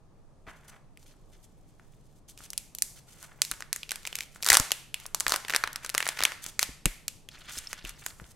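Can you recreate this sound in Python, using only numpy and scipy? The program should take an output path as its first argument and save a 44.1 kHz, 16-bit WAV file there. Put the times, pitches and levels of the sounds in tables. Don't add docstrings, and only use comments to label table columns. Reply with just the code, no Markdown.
import sys
import numpy as np
from scipy import signal
from scipy.fft import rfft, irfft, next_fast_len
from scipy.io import wavfile

SR = 44100
rng = np.random.default_rng(int(sys.argv[2]) if len(sys.argv) > 2 else 0)


def wav_record(signal):
    frames = np.transpose(np.atleast_2d(signal))
    bounded = np.clip(frames, -1, 1)
    quanta = np.round(bounded * 32767).astype(np.int16)
    wavfile.write(sys.argv[1], SR, quanta)


N = 368235
LEFT_RIGHT = np.array([[1], [-1]])


def amp(db):
    return 10 ** (np.asarray(db) / 20)


def rms_one(x):
    return x / np.sqrt(np.mean(x ** 2) + 1e-20)


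def at_hz(points, hz, axis=1):
    points = np.array(points)
    return np.interp(np.log(hz), np.log(points[:, 0]), points[:, axis])


def band(x, low_hz, high_hz):
    edges = [low_hz, min(high_hz, .45 * SR)]
    return signal.sosfilt(signal.butter(2, edges, "band", fs=SR, output="sos"), x)


def coloured(x, spectrum):
    size = next_fast_len(N)
    hz = np.maximum(np.arange(size // 2 + 1) * SR / size, 1)
    return rms_one(irfft(rfft(x, size) * amp(at_hz(spectrum, hz)), size)[:N])


def drift(rate_hz):
    r = np.exp(-2 * np.pi * rate_hz / SR)
    wander = signal.lfilter([1], [1, -2 * r, r * r], rng.standard_normal(N + SR))
    return rms_one(wander[SR:])


def dying(t, t60_s):
    return amp(-60 * t / t60_s)


def resonator_poles(hz, r):
    return [1, -2 * r * np.cos(2 * np.pi * hz / SR), r * r]


# start_s, hollow_peak_db, sizzle_peak_db
LOUD_SNAPS = [(0.9733, -40, -44), (2.3764, -37, -36.5), (2.5036, -41, -24), (2.5326, -31, -26.5),
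              (2.5779, -24.5, -13.5), (2.7498, -35, -22), (2.7854, -34, -22), (2.8221, -24, -5),
              (3.2279, -40, -29), (3.4184, -15.5, -6), (3.45, -33, -25), (3.5138, -22.5, -14),
              (3.5192, -22.5, -54), (3.538, -32, -34), (3.606, -29, -28.5), (3.6233, -23.5, -40),
              (3.729, -19.5, -11.5), (3.7617, -29, -19.5), (3.8319, -23, -35.5), (3.893, -25, -29),
              (3.9082, -23, -22), (3.9176, -16.5, -14.5), (3.9579, -32.5, -23.5), (4.0522, -22.5, -41),
              (4.073, -21.5, -22), (4.128, -26.5, -36.5), (4.1545, -22, -17.5), (4.1876, -24, -23.5),
              (4.2071, -22, -27), (4.4262, -22.5, -19.5), (4.432, -21.5, -25), (4.4544, -22.5, -30.5),
              (4.4635, -17.5, -13.5), (4.474, -18.5, -17.5), (4.4874, -15, -7), (4.502, 1, -1.5),
              (4.5193, -6.5, -23), (4.53, -9.5, -3.5), (4.5376, -14, -9.5), (4.5441, -9.5, -6),
              (4.5522, -8.5, -14), (4.57, -6.5, 0), (4.5987, -16, -9.5), (4.7074, -19, -40),
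              (4.7181, -10, -7), (4.9427, -15.5, -19.5), (5.056, -27, -66), (5.064, -56, -23),
              (5.1466, -18, -13), (5.2003, -43, -11.5), (5.2059, -17.5, -12.5), (5.266, -7, -46),
              (5.281, -22, -13), (5.295, -24, -14.5), (5.321, -11, -16), (5.3372, -17.5, -30),
              (5.3609, -20.5, -13.5), (5.4492, -23, -56), (5.482, -30, -30), (5.4971, -16, -27),
              (5.504, -17, -25.5), (5.548, -9, -18.5), (5.5552, -16, -32), (5.5623, -12, -9),
              (5.6383, -8, -33), (5.675, -16, -48), (5.7305, -44, -28), (5.7592, -19.5, -23.5),
              (5.8622, -26.5, -28.5), (5.8935, -23.5, -21), (5.8993, -24, -23), (5.949, -11, -18),
              (5.9792, -13, -11), (6.0042, -12.5, -24), (6.0269, -14, -33), (6.0572, -44, -27),
              (6.0671, -12.5, -44), (6.0765, -33, -19), (6.089, -14, -12), (6.2056, -13.5, -25.5),
              (6.2162, -19, -39), (6.225, -12, -47), (6.2365, -15, -10), (6.252, -5, -9.5),
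              (6.3199, -21.5, -39.5), (6.593, -11.5, -9), (6.6288, -13.5, -11.5), (6.8566, -10, -6.5),
              (7.081, -24, -16), (7.2884, -32.5, -35), (7.7303, -19.5, -26.5), (7.8502, -25.5, -31),
              (7.8935, -31, -26), (8.0632, -21.5, -14.5)]
HOLLOW_SCATTER = 0.15
CRACK_SHARE, CRACK_DB, CRACK_SCATTER_DB = 0.64, -0.5, 3


def snaps():
    size = 1200
    t = np.arange(size) / SR
    close, around = np.zeros((2, N + size)), np.zeros(N + size)
    noise = rng.standard_normal((300, 4, size))
    click = np.tile(t == 0, (4, 1)) + 1e-18
    for (start_s, hollow_db, sizzle_db), chance in zip(list(LOUD_SNAPS) + small_snaps(), noise):
        crack_db = hollow_db + CRACK_SHARE * (sizzle_db - hollow_db) + CRACK_DB
        crack_db += CRACK_SCATTER_DB * chance[1, -1]
        hollow_hz = hollow_at(start_s) * np.exp(HOLLOW_SCATTER * chance[0, -1])
        gains = amp([hollow_db, crack_db, sizzle_db])
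        kick = chance * (dying(t, 0.0037) + 0.16 * dying(t, 0.025))
        parts = snap_parts(kick, hollow_hz)
        aside = .5 * gains[2] * parts[3] * LEFT_RIGHT
        at = round(start_s * SR)
        close[:, at:at + size] += gains @ parts[:3] + aside
        around[at:at + size] += gains * [1, -1, 1] @ snap_parts(click, hollow_hz)[:3]
    return close[:, :N], around[:N]


def snap_parts(kick, hollow_hz):
    r = np.exp(-np.pi * 700 / SR)
    ring = signal.lfilter([1, 0, -1], resonator_poles(hollow_hz, r), kick[0])
    knock = band(kick[0], 380, 4500)
    hollow = ring / np.abs(ring).max() + 0.41 * knock / np.abs(knock).max()
    crack, sizzle = band(kick[1], 3800, 7420), band(kick[2], 6100, 12600)
    parts = np.array([hollow, crack, sizzle, band(kick[3], 5400, 12300)])
    return parts / np.abs(parts).max(axis=1, keepdims=True)


# time_s, pitch_hz
HOLLOW_PITCH = [(0.75, 1100), (1.0, 2860), (3.1, 2600), (3.2, 1050), (3.38, 1050), (3.42, 2520),
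                (3.52, 1400), (3.83, 2040), (4.43, 2280), (4.455, 1300), (4.5, 1600), (4.53, 1180),
                (4.72, 2460), (4.97, 2570), (5.06, 915), (5.27, 1290), (5.55, 1615), (5.76, 1370),
                (5.95, 1840), (6.25, 1750), (6.6, 2060), (7.9, 2350), (8.06, 1310)]


def hollow_at(s):
    return np.interp(s, *np.transpose(HOLLOW_PITCH))


# start_s, length_s, dull_scrape_db, bright_rustle_db
STROKES = [(0.464, 0.054, -46, -55.5), (0.495, 0.28, -61, -71), (0.676, 0.033, -78, -54.5),
           (0.713, 0.026, -58, -90), (0.9, 1.3, -82, -75), (0.988, 0.062, -75, -67),
           (1.049, 0.09, -65.5, -64), (1.313, 0.061, -67.5, -65), (1.422, 0.042, -83, -62.5),
           (2.277, 0.045, -72, -52), (2.37, 0.1, -59, -54), (2.951, 0.05, -59, -55), (3.061, 0.2, -62, -56),
           (3.182, 0.25, -62, -67.5), (4.008, 0.26, -58.5, -55.5), (4.3, 0.23, -66.5, -61),
           (4.445, 0.14, -45, -42), (4.493, 0.067, -32, -26), (4.962, 0.088, -59, -55),
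           (5.271, 0.1, -44, -44.5), (5.478, 0.095, -45, -49), (5.822, 0.061, -50, -52),
           (5.936, 0.2, -46, -49.5), (6.143, 0.14, -44.5, -49.5), (6.416, 0.09, -54, -44.5),
           (6.602, 0.044, -42, -34), (7.278, 0.41, -55.5, -61), (7.474, 0.12, -49, -48),
           (7.68, 0.072, -55, -53), (7.77, 0.031, -50, -67), (7.832, 0.086, -49.5, -51),
           (7.973, 0.089, -59, -56.5), (8.053, 0.068, -72, -48), (8.16, 0.17, -71.5, -60.5)]
SMALL_PER_S = 24
SMALL_OVER_STROKE_DB, SMALL_SPREAD_DB, QUIETEST_DB = 18.5, 5, -42
TEARING_START_S, TEARING_END_S = 3.4, 7.0


def small_snaps():
    count = SMALL_PER_S * N // SR
    moments = rng.random(count) * N / SR
    scatter_db = SMALL_SPREAD_DB * rng.standard_normal((count, 2))
    rows = []
    for start_s, length_s, scrape_db, rustle_db in STROKES:
        for s, (hollow_step, sizzle_step) in zip(moments, scatter_db):
            hollow_db = scrape_db + SMALL_OVER_STROKE_DB + hollow_step
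            sizzle_db = rustle_db + SMALL_OVER_STROKE_DB + sizzle_step
            in_stroke = start_s < s < start_s + length_s
            tearing = TEARING_START_S < s < TEARING_END_S
            if in_stroke and tearing and max(hollow_db, sizzle_db) > QUIETEST_DB:
                rows.append((s, hollow_db, sizzle_db))
    return rows


# freq_hz, density_db (per Hz)
RUSTLE_TONE = [(900, -45.5), (1800, -18.5), (3000, -7), (8000, -2.5), (12000, -8.5), (16000, -20)]


def rubbing():
    t, scraped, bright = np.arange(N) / SR, np.zeros(N), np.zeros(N)
    coarse = slips(per_s=2500, spread_db=2.5, clump_db=4.5)
    for start_s, length_s, scrape_db, rustle_db in STROKES:
        end_s = start_s + length_s
        span = slice(round(start_s * SR), round(end_s * SR))
        rise = (t[span] - start_s) / (0.22 * length_s)
        fall = (end_s - t[span]) / 0.01
        touch = np.clip(np.minimum(rise, fall), 0, 1)
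        hz = hollow_at(start_s + length_s / 2)
        scrape = rms_one(band(coarse[span], hz / 2.22, hz * 1.89))
        scraped[span] += touch * amp(scrape_db) * scrape
        bright[span] += touch * amp(rustle_db)
    rustle = coloured(slips(per_s=10000, spread_db=4.5, clump_db=4.5), RUSTLE_TONE)
    aside = coloured(slips(per_s=10000, spread_db=4.5, clump_db=4.5), RUSTLE_TONE)
    top = band(rustle, 14000, 20000)
    rustle = rustle + (amp(4.7 * drift(4.8)) - 1) * top
    crackle = amp(-5.5) * crackles(per_s=270, cycles=4.3)
    return scraped + bright * (rustle + crackle + 0.41 * aside * LEFT_RIGHT)


def slips(per_s, spread_db, clump_db):
    sizes = amp(spread_db * np.minimum(rng.exponential(1, N), 5)) * rng.choice([-1, 1], N)
    born = rng.random(N) < per_s / SR
    return sizes * born * amp(clump_db * drift(36)) + 1e-18


def crackles(per_s, cycles):
    pops = slips(per_s, spread_db=10.0, clump_db=-3.5)
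    dealt = rng.integers(0, 10, N)
    out = 0
    for k, hz in enumerate(np.geomspace(1300, 11000, 10)):
        r = amp(-60 * hz / cycles / SR)
        own_pops = pops * (dealt == k) + 1e-18
        ring = [0, np.sin(2 * np.pi * hz / SR)]
        out = out + signal.lfilter(ring, resonator_poles(hz, r), own_pops)
    return rms_one(out)


# start_s, pitch_hz, level_db
KNOCKS = [(7.288, 3320, -33), (7.575, 5240, -28.5), (7.672, 5280, -27)]
TUMBLE_START_S, TUMBLE_END_S, TUMBLE_PER_S = 7.29, 8.11, 220
TUMBLE_LOW_HZ, TUMBLE_HIGH_HZ = 1800, 7000
TUMBLE_DB, TUMBLE_SPREAD_DB, TUMBLE_T60_S = -51, 3.5, 0.0052


def ticks():
    t, out = np.arange(SR // 20) / SR, np.zeros(N)

    def knock(start_s, hz, level_db, t60_s):
        at = round(start_s * SR)
        out[at:at + len(t)] += amp(level_db) * np.sin(2 * np.pi * hz * t) * dying(t, t60_s)

    for start_s, hz, level_db in KNOCKS:
        knock(start_s, hz, level_db, t60_s=0.016)
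    length_s = TUMBLE_END_S - TUMBLE_START_S
    for when, pitch, size in rng.random((int(TUMBLE_PER_S * length_s), 3)):
        hz = TUMBLE_LOW_HZ * (TUMBLE_HIGH_HZ / TUMBLE_LOW_HZ) ** pitch
        level_db = TUMBLE_DB - TUMBLE_SPREAD_DB * np.log(size)
        knock(TUMBLE_START_S + when * length_s, hz, level_db, TUMBLE_T60_S)
    return out


# start_s, level_db, pitch_hz, t60_s
PUFFS = [(0.476, -41.5, 45, 0.11), (3.515, -40, 35, 0.12), (4.51, -34, 60, 0.12), (4.598, -23.5, 25, 0.073),
         (5.27, -39, 45, 0.15), (6.21, -43, 59.95, 0.12), (6.689, -37.5, 55.3, 0.14),
         (6.857, -20.5, 32.1, 0.15), (7.57, -44, 54.7, 0.18), (7.843, -40, 34.7, 0.43),
         (8.216, -42, 60, 0.18)]


def thuds():
    t = np.arange(SR // 2) / SR
    out = np.zeros((2, N + len(t)))
    noise = rng.standard_normal((len(PUFFS), 2, len(t)))
    for (start_s, level_db, hz, t60_s), (mid, side) in zip(PUFFS, noise):
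        turbulence = rms_one(band(mid + 0.42 * side * LEFT_RIGHT, 43, 270))
        swing = np.sin(2 * np.pi * hz * t) + 0.86 * turbulence * dying(t, 0.098)
        at = round(start_s * SR)
        out[:, at:at + len(t)] -= amp(level_db + 0.8 * LEFT_RIGHT) * swing * dying(t, t60_s)
    return out[:, :N]


# freq_hz, level_db, t60_s
ROOM_TAIL = [(300, 2.5, 0.4), (1500, 0.5, 0.51), (5300, -3, 0.48), (10200, -3, 0.46), (15100, -4, 0.37)]
ROOM_DB, TABLE_DB, TABLE_T60_S = -11.5, -9.5, 0.021


def room(x):
    t = np.arange(int(.8 * SR)) / SR
    near_left, near_right = rng.standard_normal((2, len(t)))
    tail = 0
    for low_hz in 150 * 2 ** np.arange(0, 6.6, .5):
        centre_hz = low_hz * 2 ** .25
        mid, side = rng.standard_normal((2, len(t)))
        parts = band(mid + 0.41 * side * LEFT_RIGHT, low_hz, low_hz * np.sqrt(2))
        decay = dying(t, at_hz(ROOM_TAIL, centre_hz, axis=2))
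        tail = tail + amp(at_hz(ROOM_TAIL, centre_hz)) * parts * decay
    tail = tail * np.clip(t / 0.0043, 0, 1)
    near = np.array([near_left + near_right * 0.35, near_left - near_right * 0.95])
    near = near * dying(t, TABLE_T60_S)

    def unit_energy(h):
        return h / np.sqrt(np.sum(h ** 2) / 2)

    answer = amp(ROOM_DB) * unit_energy(tail) + amp(TABLE_DB) * unit_energy(near)
    return signal.fftconvolve(x[None], answer, axes=1)[:, :N]


# freq_hz, density_db (per Hz)
HUM_TONE = [(14, -4), (30, -8.5), (60, -20.5), (85, -19), (125, -14.5), (200, -23), (300, -27),
            (600, -30.5), (1000, -35.5), (1500, -45.5), (3000, -51), (8000, -51.5), (16000, -70.5)]
# freq_hz, likeness (0 unrelated, 1 the same)
HUM_LIKENESS = [(30, 0.12), (150, 0.78), (5000, 0.33), (15000, 0.27)]
HUM_DB = -56


def hum():
    out, white = 0, rng.standard_normal((2, 2, N + SR))
    for k, low_hz in enumerate(14 * 2 ** np.arange(0, 10.1, .5)):
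        mid, side = band(white[k % 2], low_hz, low_hz * np.sqrt(2))[:, SR:]
        centre_hz = low_hz * 2 ** .25
        alike = np.clip(at_hz(HUM_LIKENESS, centre_hz), 0, 1)
        both = np.sqrt(1 + alike) * mid + np.sqrt(1 - alike) * side * LEFT_RIGHT
        swell_db = 0.96 * drift(3.5)
        out = out + amp(at_hz(HUM_TONE, centre_hz) + swell_db) * both
    return amp(HUM_DB) * rms_one(out)


def scene():
    close, around = snaps()
    rubbed = rubbing()
    answered = room(around + amp(1) * rubbed.mean(axis=0))
    return close + rubbed + ticks() + answered + thuds() + hum()


CUTOFF_HZ = 16500


def record(dry):
    low_pass = signal.cheby2(12, 45, CUTOFF_HZ, fs=SR, output="sos")
    return signal.sosfilt(low_pass, np.clip(dry, -1, 1))


dry = scene()
out = record(dry)
wav_record(out)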